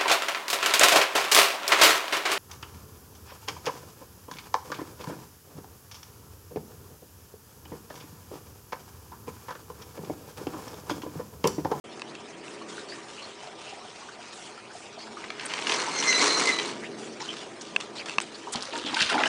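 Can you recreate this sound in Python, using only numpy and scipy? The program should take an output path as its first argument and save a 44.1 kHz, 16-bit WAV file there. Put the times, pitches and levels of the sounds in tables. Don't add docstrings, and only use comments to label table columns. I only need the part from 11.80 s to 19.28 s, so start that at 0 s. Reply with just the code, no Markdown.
import sys
import numpy as np
from scipy import signal
from scipy.fft import rfft, irfft, next_fast_len
from scipy.io import wavfile
from scipy.ndimage import uniform_filter1d

SR = 44100
rng = np.random.default_rng(int(sys.argv[2]) if len(sys.argv) > 2 else 0)


def transcribe(u):
    v = np.clip(np.atleast_2d(u).T, -1, 1)
    q = np.round(v * 32767).astype(np.int16)
    wavfile.write(sys.argv[1], SR, q)


N = 329868
TIME = np.arange(N) / SR


def amp(db):
    return 10 ** (np.asarray(db) / 20)


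def unit(x):
    return x / np.sqrt(np.mean(x ** 2) + 1e-20)


def add(mix, s, sound):
    part = mix[round(s * SR):][:len(sound)]
    part += sound[:len(part)]


def level(rows):
    s, db = np.transpose(rows)
    outside = np.maximum(s[0] - TIME, 0) + np.maximum(TIME - s[-1], 0)
    return amp(np.interp(TIME, s, db) - 100 * outside)


def strokes(rows, attack_s, sag_db_per_s, release_s):
    power, t = np.zeros(N), np.arange(SR) / SR
    for s, length, db in rows:
        shape = np.minimum(t / attack_s, 1) * np.exp(-np.maximum(t - length, 0) / release_s)
        add(power, s, (shape * amp(db - sag_db_per_s * np.minimum(t, length))) ** 2)
    return np.sqrt(power)


def band(x, low_hz, high_hz, order=2):
    sos = signal.butter(order, [low_hz, min(high_hz, SR * .45)], "band", fs=SR, output="sos")
    return signal.sosfilt(sos, x)


def colour(x, points):
    size = next_fast_len(N)
    octave = np.log2(np.fft.rfftfreq(size, 1 / SR) + 1)
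    hz, db = np.transpose(points)
    beyond = np.maximum(np.log2(hz[0]) - octave, 0) + np.maximum(octave - np.log2(hz[-1]), 0)
    gain = amp(np.interp(octave, np.log2(hz), db) - 180 * beyond)
    return unit(irfft(rfft(x, size) * gain, size)[:N])


def patchy(x, depth_db, width_hz, length_s):
    hz, t, spectrum = signal.stft(x, SR, nperseg=512, noverlap=384)
    field = rng.standard_normal(spectrum.shape)
    for axis, step in enumerate((hz[1] / width_hz, t[1] / length_s)):
        blur = np.exp(-(2 * np.arange(-30, 31) * step) ** 2)
        field = signal.fftconvolve(field, np.expand_dims(blur, 1 - axis), "same")
    spectrum *= amp(depth_db * np.clip(unit(field), -2, 2))
    return unit(signal.istft(spectrum, SR, nperseg=512, noverlap=384)[1][:N])


def wander(hz):
    f = np.fft.rfftfreq(next_fast_len(N // 32 + 1, True), 32 / SR)
    spectrum = rng.standard_normal(len(f)) + 1j * rng.standard_normal(len(f))
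    slow = irfft(spectrum / (1 + (f / hz) ** 4))
    return unit(np.interp(np.arange(N), np.arange(len(slow)) * 32, slow))


def steady(x, size=2200):
    return x / np.sqrt(abs(uniform_filter1d(x ** 2, size)) + 0.01 * np.mean(x ** 2))


def grains(per_s, spread_db):
    sizes = amp(spread_db * np.minimum(rng.exponential(1, N), 4)) * rng.choice([-1, 1], N)
    return sizes * (rng.random(N) < per_s / SR)


def ring(modes):
    t = np.arange(SR // 8) / SR
    sound = sum(amp(db - 60 * t / t60) * np.sin(2 * np.pi * hz * t) for hz, db, t60 in modes)
    return sound / abs(sound).max()


def soften(sound, rise_s):
    return sound * (1 - np.exp(-np.arange(len(sound)) / SR / rise_s))


def rebound(sound, delay_s, share):
    return sound + share * np.pad(sound, (round(delay_s * SR), 0))[:len(sound)]


def burst(t60):
    t = np.arange(SR // 8) / SR
    return .5 * rng.standard_normal(len(t)) * amp(-60 * t / t60)


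def crack(hz, t60, spread):
    sound = band(burst(t60) + 2 * signal.unit_impulse(SR // 8), hz / spread, hz * spread)
    return sound / abs(sound).max()


def bubble(hz, t60, rise=0.09):
    t = np.arange(SR // 6) / SR
    turns = hz * np.cumsum(1 + rise * np.minimum(t / t60, 2)) / SR
    return np.sin(2 * np.pi * turns) * amp(-60 * t / t60) * (1 - np.exp(-t * hz))


def bubbles(low_hz, high_hz, per_s, cycles, spread_db, count=28):
    kicks, out = grains(per_s, spread_db), np.zeros(N)
    shapes = [bubble(hz, cycles / hz) for hz in np.geomspace(low_hz, high_hz, count)]
    which = rng.integers(0, count, N)
    for i in np.flatnonzero(kicks):
        add(out, i / SR, kicks[i] * shapes[which[i]])
    return unit(out)


def wavering(tones, depth, drift_rad, drift_hz):
    return sum(amp(db) * (1 + depth * wander(8))
               * np.sin(2 * np.pi * hz * TIME + drift_rad * wander(drift_hz)) for hz, db in tones)


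# f/Hz, level/dB
DRONE_EQ = [(15, -67), (25, -42), (86, -37), (123, -15), (189, -8), (220, -8), (261, -5), (327, -5.5),
            (401, 0), (501, -10), (546, -9), (796, -15), (945, -26.5), (1060, -22), (1500, -21),
            (1950, -25), (3300, -120)]
AIR_EQ = [(240, -18), (400, 1), (743, 3), (885, -0.5), (960, 1), (1420, -14.5), (2430, -5), (3550, -25.5),
          (5310, -23), (8620, -18), (10000, -23), (13000, -77), (22000, -120)]
# f/Hz, level/dB
HUM_TONES = [(226, -9), (334, -5.5), (414, -7.5)]
WHINE_TONES = [(748, -66.5), (958.5, -60), (1198, -60.5), (1320, -66.5)]
# t/s, level/dB
DRONE_FADER = [(0.06, -49), (0.95, -45), (1.3, -50.5), (2.1, -54), (2.9, -54), (3.4, -50), (5.0, -40.5),
               (5.75, -47), (6.7, -48)]
WHINE_FADER = [(0.04, 1.5), (1.8, 1.7), (3.0, -1.3), (7.48, 2.5)]


def yard():
    drone = colour(rng.standard_normal(N), DRONE_EQ)
    hum = wavering(HUM_TONES, depth=.6, drift_rad=1.7, drift_hz=6)
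    whine = wavering(WHINE_TONES, depth=.3, drift_rad=.7, drift_hz=5) * level(WHINE_FADER)
    air = patchy(colour(rng.standard_normal(N), AIR_EQ), depth_db=2.5, width_hz=940, length_s=0.075)
    air *= amp(-50.5 + 0.7 * wander(5.2))
    rumble = amp(-63.5) * colour(rng.standard_normal(N), [(25, -19.5), (60, -10), (120, 3), (200, -1)])
    return band(drone + hum, 86, 4000) * level(DRONE_FADER) + whine + air + rumble


# t/s, level/dB, bubble f/Hz, splat over bubble/dB
DRIPS = [(0.815, -38, 1114, -2), (0.978, -39, 1564, 8.5), (1.121, -36.5, 1820, 5.5), (1.18, -39, 1135, -15),
         (1.42, -40, 1116, -16), (1.633, -41, 750, 2), (1.671, -39.5, 690, 2), (1.926, -35.5, 775, -6),
         (1.972, -37, 683, -2), (2.009, -39, 1080, -8), (2.05, -35.5, 733, -13), (2.22, -39, 1090, -12),
         (2.284, -42.5, 1330, 7.5), (2.391, -38.5, 696, -8), (2.585, -37.5, 730, -10), (2.69, -40, 730, -5),
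         (2.777, -40, 1350, 0), (2.951, -33.5, 700, -10), (3.177, -35, 650, -5), (3.271, -42, 1400, 5.5),
         (3.37, -38, 1234, 6), (6.671, -30, 950, -1)]


def trickle():
    out = amp(-59) * bubbles(625, 2040, per_s=80, cycles=30, spread_db=2)
    for s, db, hz, splat_db in DRIPS:
        add(out, s, amp(db) * bubble(hz, t60=0.07, rise=0.07))
        add(out, s, amp(db + splat_db) * crack(hz, t60=.07, spread=1.2))
    return out


# f/Hz, level/dB
SKIN_EQ = [(500, -18.5), (900, -6.5), (1300, -0.5), (2100, -3.5), (3100, -1), (4300, -4), (6000, -6),
           (8200, -13), (10000, -20.5)]
# t/s, length/s, rub level/dB, fizz level/dB
RUBS = [(0.636, 0.11, -52.5, -55.5), (0.88, 0.13, -48, -53.5), (1.08, 0.1, -48.5, -57),
        (1.278, 0.23, -49, -60), (1.589, 0.077, -47.5, -77), (1.783, 0.15, -47, -75),
        (2.03, 0.26, -53, -66), (2.4, 0.13, -49.5, -79), (2.524, 0.14, -48, -53), (2.926, 0.12, -57, -54),
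        (3.182, 0.043, -48.5, -75), (4.996, 0.0088, -57, -52), (5.18, 0.086, -49, -51),
        (5.395, 0.23, -41, -65), (5.81, 0.078, -47.5, -64), (5.998, 0.012, -37.5, -68),
        (6.15, 0.05, -42, -72), (6.254, 0.073, -40.5, -80), (6.407, 0.01, -38.5, -70),
        (6.514, 0.27, -49, -72)]


def hand_rustle():
    starts, lengths, rub_db, fizz_db = np.transpose(RUBS)
    slips = colour(grains(2200, spread_db=2.5) * amp(2 * wander(70)), SKIN_EQ)
    slips = patchy(slips, depth_db=3.5, width_hz=270, length_s=0.023)
    grip = patchy(colour(grains(9000, spread_db=2), SKIN_EQ), depth_db=4, width_hz=450, length_s=.03)
    fizz = patchy(band(grains(9000, spread_db=2), 5500, 9300), depth_db=3, width_hz=700, length_s=.02)
    out = steady(grip) * amp(-50.5 + 1.6 * wander(27))
    for texture, db in [(slips, rub_db), (fizz, fizz_db)]:
        press = strokes(zip(starts, lengths, db), attack_s=0.0071, sag_db_per_s=7.5, release_s=0.034)
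        out += steady(texture) * press
    return out


# f/Hz, level/dB, t60/s
CASE_MODES = [(1160, -4.5, 0.0062), (1660, -3, 0.0081), (2260, -7, 0.0039), (2625, 5.5, 0.0085),
              (3640, -7, 0.0067), (4330, -12, 0.0095)]
# t/s, level/dB, then trims for low mode/dB, snap/dB, bump/dB
CLICKS = [(.196, -27.5, 6, 5.5, -45), (0.2189, -12, 9, -2, -57), (.352, -20.5, -15, -1, -53),
          (0.681, -23, -12, -4, -53), (5.9626, 3.5, -1.5, -12.5, -41), (6.0104, -22, -6, 8, -50),
          (6.197, -23, -10, -6, -52), (6.259, -26.5, -10, 9.5, -45), (6.286, -20, -5, 3, -52),
          (6.2957, -12, 4, -1, -49), (6.308, -19, -3, -5, -52), (6.338, -27, -8, 5, -52),
          (6.3837, 4, 10, -12, -35), (6.4024, -21, -5, 13.5, -50)]


def case_clicks():
    out = np.zeros(N)
    for s, db, low_db, snap_db, bump_db in CLICKS:
        case = ring([(hz, mode_db + low_db * (hz < 1400), t60) for hz, mode_db, t60 in CASE_MODES])
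        case = rebound(soften(case, rise_s=.0005), delay_s=.00186, share=.35)
        snap = amp(snap_db) * band(burst(t60=.006), 700, 6500)
        bump = amp(bump_db) * ring([(70, -31, .04), (203, 7, 0.026)])
        add(out, s, amp(db) * (band(case + snap, 300, 12000, order=1) + bump))
    return out


# t/s, length/s, level/dB, starting centre f/Hz, width/Hz, glide/ratio of end to start
SWISHES = [(1.071, 0.087, -45, 4350, 400, 1.15), (1.368, 0.057, -43.5, 2676, 500, 1.11),
           (1.413, 0.053, -44, 4300, 400, 0.99), (1.845, 0.1, -46.5, 2770, 700, 0.97),
           (3.169, 0.095, -47, 4250, 700, 1.15), (3.426, 0.035, -44, 2780, 800, 0.34),
           (3.652, 0.019, -35, 9400, 1400, 0.87), (4.175, 0.048, -29, 6080, 900, 0.94),
           (4.265, 0.067, -26, 5610, 905, 1.14), (4.557, 0.063, -32.5, 5650, 400, 1.04),
           (5.013, 0.074, -41, 1297, 810, 2.4), (5.397, 0.043, -39, 996, 250, 0.9),
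           (5.399, 0.011, -37.5, 1840, 1200, 1.26), (5.413, 0.015, -36.5, 5370, 1200, 0.94),
           (5.476, 0.048, -36, 3040, 250, 1.08), (5.807, 0.019, -39, 4180, 3020, 1.7),
           (6.167, 0.053, -41.5, 3950, 900, 1.24), (6.187, 0.046, -39, 2885, 900, 0.67),
           (6.411, 0.017, -37.5, 8300, 1500, 0.95), (6.537, 0.027, -43.5, 4320, 800, 1.05),
           (6.718, 0.029, -32.5, 8200, 4200, 0.94), (6.756, 0.0084, -30, 4130, 700, 1.06),
           (7.045, 0.069, -35.5, 3790, 900, 0.74)]


def swishes():
    out, f = np.zeros(N), np.fft.rfftfreq(SR // 4, 1 / SR)
    for s, length, db, hz, width, glide in SWISHES:
        window = signal.windows.tukey(int(length * SR), .7)
        spectra = rfft(rng.standard_normal((2, SR // 4))) / (1 + (2 * f / width) ** 2)
        a, b = irfft(spectra)[:, :len(window)]
        angle = 2 * np.pi * np.cumsum(np.linspace(hz, hz * glide, len(a))) / SR
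        add(out, s, amp(db) * unit(a * np.cos(angle) + b * np.sin(angle)) * window)
    return out


# t/s, level/dB relative to full speed
PUSH = [(3.35, -60), (3.38, -24.5), (3.55, -35), (3.62, -21), (3.85, -13), (3.93, -7.5), (4.12, -11),
        (4.32, -6.5), (4.42, 1), (4.5, -4), (4.7, -3), (4.75, -10.5), (4.81, -13.5), (4.9, -12.5),
        (5.02, -35)]
# f/Hz, level/dB
GRIND_EQ = [(400, -21), (550, -33), (700, -8.5), (1000, 3), (1250, 2.5), (1600, -3.5), (2200, 0.5),
            (2900, -9), (3500, -7.5), (4400, -1), (5000, -5.5), (6000, -4.5), (8000, -10), (10000, -18)]
PANEL_EQ = [(35, -68), (60, -26), (86, -42), (181, -15.5), (216, -34), (259, -1.5), (383, -5), (427, 0.5),
            (578, -7.5), (702, -6.5), (800, -12), (1040, -31), (1760, -120)]
DRAG_EQ = [(760, -13), (950, -1), (1150, -7.5), (1650, -3), (2200, -6), (2800, -15)]
# t/s, level/dB
DRAG_FADER = [(3.59, -47), (3.66, -42), (3.69, -59), (3.725, -39), (3.8, -52), (3.85, -60), (3.89, -42),
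              (4.0, -38), (4.08, -57), (4.13, -49)]
TRACK_HZ, TRACK_WIDTH_HZ = 947, 66


def door():
    effort = level(PUSH) * amp(1.3 * wander(13))
    gentle = np.sqrt(effort)
    crunch = colour(grains(5000, spread_db=2.8) * amp(2.4 * wander(110)), GRIND_EQ)
    crunch = patchy(crunch, depth_db=2.6, width_hz=700, length_s=0.012)
    grind = amp(-24.5) * effort * steady(crunch, size=1300)
    panel = amp(-31.5) * effort * steady(colour(rng.standard_normal(N), PANEL_EQ), size=1300)
    sway = amp(-47.5) * gentle * unit(band(rng.standard_normal(N), 162, 316, order=3))
    drag = colour(grains(1200, spread_db=-0.5) * amp(1.3 * wander(60)), DRAG_EQ)
    drag = level(DRAG_FADER) * steady(drag)
    low_hz, high_hz = TRACK_HZ - TRACK_WIDTH_HZ / 2, TRACK_HZ + TRACK_WIDTH_HZ / 2
    track = band(grains(900, spread_db=2), low_hz, high_hz, order=1)
    track = amp(-42.5) * gentle * steady(track, size=6000)
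    return grind + panel + sway + drag + track + grit(gentle)


# f/Hz, level/dB, t60/s
FRAME_MODES = [(948, -10.5, 0.031), (1707, -5, 0.014), (2297, 1, 0.0094), (2920, 6, 0.0083),
               (3440, 1, 0.0069), (4290, -7.5, 0.018), (5500, -4, .012)]
# t/s, level/dB, pitch/ratio, low-mode trim/dB
GRIT_KNOCKS = [(3.441, -28, .7, -3), (3.4825, -33, 0.88, -4), (3.503, -19, 0.78, 1), (3.596, -18, 0.94, -1),
               (3.609, -26, .8, 3), (3.634, -28, 0.97, 0), (3.651, -25, .72, -2), (3.663, -30, 0.91, 0),
               (3.696, -27, 0.95, -5), (3.711, -28, 0.73, -7), (3.717, -22, 0.89, -3),
               (3.737, -13.5, 1.06, -6), (3.78, -20, 0.93, -2), (3.789, -21, 0.83, 6),
               (3.823, -18, 1.1, -3), (3.8547, -29, 1.3, -5), (3.8695, -11.5, 0.98, -9),
               (3.883, -18, 0.97, 6), (3.895, -10.5, 1.06, -2), (3.9198, -11, 1.13, -2),
               (3.932, -17, 1.15, -7), (3.946, -20, 1.1, -2), (3.991, -19, 0.51, 11), (4.076, -23, 0.9, 21),
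               (4.083, -23, 1.06, 26), (4.16, -19.5, 0.93, 4), (4.191, -24, 0.83, 1),
               (4.225, -10, 1.02, -0.5), (4.237, -14, 1.16, -6), (4.328, -9.5, 0.96, -18),
               (4.788, -13.5, 1.08, -3), (4.797, -13, 1.1, -5)]


def grit(tick_gain):
    ticks = signal.oaconvolve(grains(110, spread_db=1.5), ring(FRAME_MODES))[:N]
    out = amp(-36) * tick_gain * steady(ticks, size=6000)
    for s, db, pitch, low_db in GRIT_KNOCKS:
        modes = [(hz * pitch, mode_db + low_db * (hz < 1300), t60) for hz, mode_db, t60 in FRAME_MODES]
        knock = soften(ring(modes) + .3 * burst(t60=0.017), rise_s=.0007)
        knock /= abs(knock).max()
        add(out, s, amp(db) * rebound(knock, delay_s=rng.uniform(0.00232, 0.0042), share=0.34))
    return band(out, 540, 5000)


# peak t/s, length/s, f/Hz, then level/dB of fundamental, octave and twelfth
SQUEALS = [(4.001, 0.055, 2124, -54, -36, -62), (4.177, 0.085, 2120, -41.5, -37.5, -39.5),
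           (4.287, 0.048, 2068, -23.5, -31, -33), (4.317, 0.025, 2035, -31, -31.5, -45),
           (4.357, 0.048, 2017, -32.5, -27.5, -34), (4.418, 0.053, 2062, -33, -33.5, -45),
           (4.533, 0.11, 2060, -46, -28.5, -40.5), (4.691, 0.033, 2056, -20, -46, -42),
           (4.736, 0.033, 1990, -38, -32, -55), (4.794, 0.046, 1985, -39.5, -36.5, -55)]
SQUEAL_PITCH_JITTER, SQUEAL_FLUTTER_DB = .008, 2.2


def roller_squeal():
    s, length, hz, *partial_db = np.transpose(SQUEALS)
    pitch = np.interp(TIME, s, hz) * (1 + SQUEAL_PITCH_JITTER * wander(200))
    turns = np.cumsum(pitch) / SR
    swells = (1 + (2 * (TIME[:, None] - s) / length) ** 2 / 2) ** -2
    out = np.zeros(N)
    for k, db in enumerate(partial_db, 1):
        flutter = amp(SQUEAL_FLUTTER_DB * wander(90))
        partial = steady(flutter * np.sin(2 * np.pi * k * turns + .55 * wander(130)))
        out += swells @ amp(db) * partial
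    return out


# f/Hz, level/dB
SCRAPE_SPRAY_EQ = [(700, -18), (1100, 1.5), (1500, 1), (2200, -4), (3000, 1.5), (4000, -0.5), (5200, -4.5),
                   (7000, -9), (8500, -13.5), (10000, -18)]
# t/s, length/s, level/dB
SCRAPES = [(6.72, 0.048, -37.5), (6.803, 0.037, -40), (6.858, 0.038, -40), (6.92, 0.13, -38.5),
           (7.1, 0.05, -51)]


def slab_scrapes():
    scratch = colour(grains(900, spread_db=3), SCRAPE_SPRAY_EQ)
    scratch = steady(patchy(scratch, depth_db=4, width_hz=700, length_s=.01))
    return scratch * strokes(SCRAPES, attack_s=.018, sag_db_per_s=20, release_s=0.026)


# t/s, length/s, then level/dB of spray, froth and slosh
SPLASHES = [(6.743, 0.011, -49, -34, -43.5), (6.919, 0.059, -64, -39.5, -40),
            (7.058, 0.066, -38, -40, -40.5), (7.154, 0.028, -29.5, -41, -60),
            (7.193, 0.016, -29, -35.5, -43), (7.24, 0.028, -32, -44, -58), (7.288, 0.018, -30, -35, -46),
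            (7.314, 0.049, -54, -29.5, -34), (7.382, 0.063, -34, -27, -37), (7.455, .04, -29, -37, -47)]


def splashes():
    spray = colour(grains(6000, spread_db=3) * amp(1.6 * wander(70)), SCRAPE_SPRAY_EQ)
    spray = steady(patchy(spray, depth_db=3.5, width_hz=450, length_s=.014))
    droplets = amp(-6.5) * steady(bubbles(1800, 5000, per_s=350, cycles=34, spread_db=3))
    froth = steady(bubbles(620, 2500, per_s=800, cycles=21, spread_db=2.3, count=60), size=1300)
    slosh = steady(bubbles(245, 560, per_s=600, cycles=8, spread_db=2), size=900)
    starts, lengths, spray_db, froth_db, slosh_db = np.transpose(SPLASHES)
    layers = [(spray + droplets, spray_db, 0.065), (froth, froth_db, 0.029), (slosh, slosh_db, 0.11)]
    return sum(water * strokes(zip(starts, lengths, db), attack_s=0.008, sag_db_per_s=38, release_s=fall)
               for water, db, fall in layers)


# t/s, level/dB, pitch/ratio
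THUDS = [(6.755, -29, 1.02), (7.217, -29, 1.03), (7.257, -41, .55)]


def tub_thuds():
    out = np.zeros(N)
    for s, db, pitch in THUDS:
        modes = [(90 * pitch, -16, .06), (160 * pitch, -3, 0.1), (212 * pitch, 8, 0.1)]
        add(out, s, amp(db) * ring(modes))
    return out


# t/s, level/dB, centre f/Hz
CLAWS = [(6.7572, -20, 4170), (6.807, -28, 4530), (6.8235, -20.5, 4800), (6.829, -27, 7500),
         (6.8536, -25, 4770), (6.9257, -26, 2800), (6.932, -26, 2690), (6.949, -35, 2600),
         (6.9582, -22, 1410), (6.9665, -31, 6750), (6.978, -25, 6360), (6.9972, -25, 3320),
         (7.0626, -23, 3450), (7.112, -30, 4000), (7.129, -26.5, 1430)]


def claw_ticks():
    out = np.zeros(N)
    for s, db, hz in CLAWS:
        add(out, s, amp(db) * crack(hz, t60=.022, spread=1.3))
    return out


# t/s, level/dB, f/Hz, t60/s
PLOPS = [(6.885, -30.5, 538, 0.074), (6.929, -33, 640, .06), (6.936, -30, 922, 0.14),
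         (6.972, -30, 328, 0.07), (7.047, -17, 293, 0.027), (7.128, -25, 310, 0.071),
         (7.135, -25, 800, 0.048), (7.137, -25, 960, 0.081), (7.166, -23.5, 900, 0.093),
         (7.168, -21, 1540, 0.055), (7.209, -16, 1580, 0.027), (7.297, -20, 1530, 0.024),
         (7.308, -20, 1370, 0.044), (7.322, -17.5, 660, 0.025), (7.343, -12.5, 905, 0.022),
         (7.346, -18.5, 284, 0.064), (7.353, -15, 788, 0.051), (7.368, -14, 873, 0.036),
         (7.38, -20.5, 1410, 0.053), (7.408, -20, 650, 0.037), (7.413, -24, 756, 0.046),
         (7.419, -18, 874, 0.037), (7.458, -15, 2950, 0.025), (7.466, -19, 1660, 0.039)]


def plops():
    out = np.zeros(N)
    for s, db, hz, t60 in PLOPS:
        add(out, s, amp(db) * bubble(hz, t60))
    return out


# t/s, level/dB, centre f/Hz
SLAPS = [(7.144, -16.5, 3380), (7.148, -18.5, 3480), (7.169, -16.5, 2060), (7.192, -15, 2180),
         (7.206, -11, 3320), (7.208, -22, 2200), (7.2099, -14, 1840), (7.2174, -10, 3300),
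         (7.2226, -10, 3860), (7.2269, -10.5, 2500), (7.3185, -19, 2400), (7.3297, -18, 2270),
         (7.38, -19, 1500), (7.403, -19, 2500), (7.4361, -10.5, 1750)]


def shell_slaps():
    out = np.zeros(N)
    for s, db, hz in SLAPS:
        add(out, s, amp(db) * crack(hz, t60=.014, spread=1.45))
    return out


def doorway_echo(x, t60=0.29):
    t = np.arange(SR // 3) / SR
    reflections = rng.standard_normal(len(t)) * (rng.random(len(t)) < 2000 / SR)
    tail = reflections * (t > .004) * amp(-60 * t / t60)
    return signal.oaconvolve(x, tail / np.linalg.norm(tail))[:N]


def scene():
    turtle = band(slab_scrapes() + splashes() + tub_thuds() + plops(), 65, 21000, order=1)
    turtle += claw_ticks() + shell_slaps()
    outside = trickle() + door() + roller_squeal() + turtle
    close = hand_rustle() + case_clicks() + swishes()
    return (yard() + close + outside + amp(-9) * doorway_echo(outside))[None]


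def record(dry, cutoff_hz=10130):
    fades = np.clip(np.minimum(TIME - .04, TIME[-1] - TIME) / .003, 0, 1)
    high_cut = signal.firwin(801, cutoff_hz, window=("kaiser", 9), fs=SR)
    return signal.oaconvolve(dry * fades, high_cut[None], "same")


dry = scene()
out = record(dry)
transcribe(out)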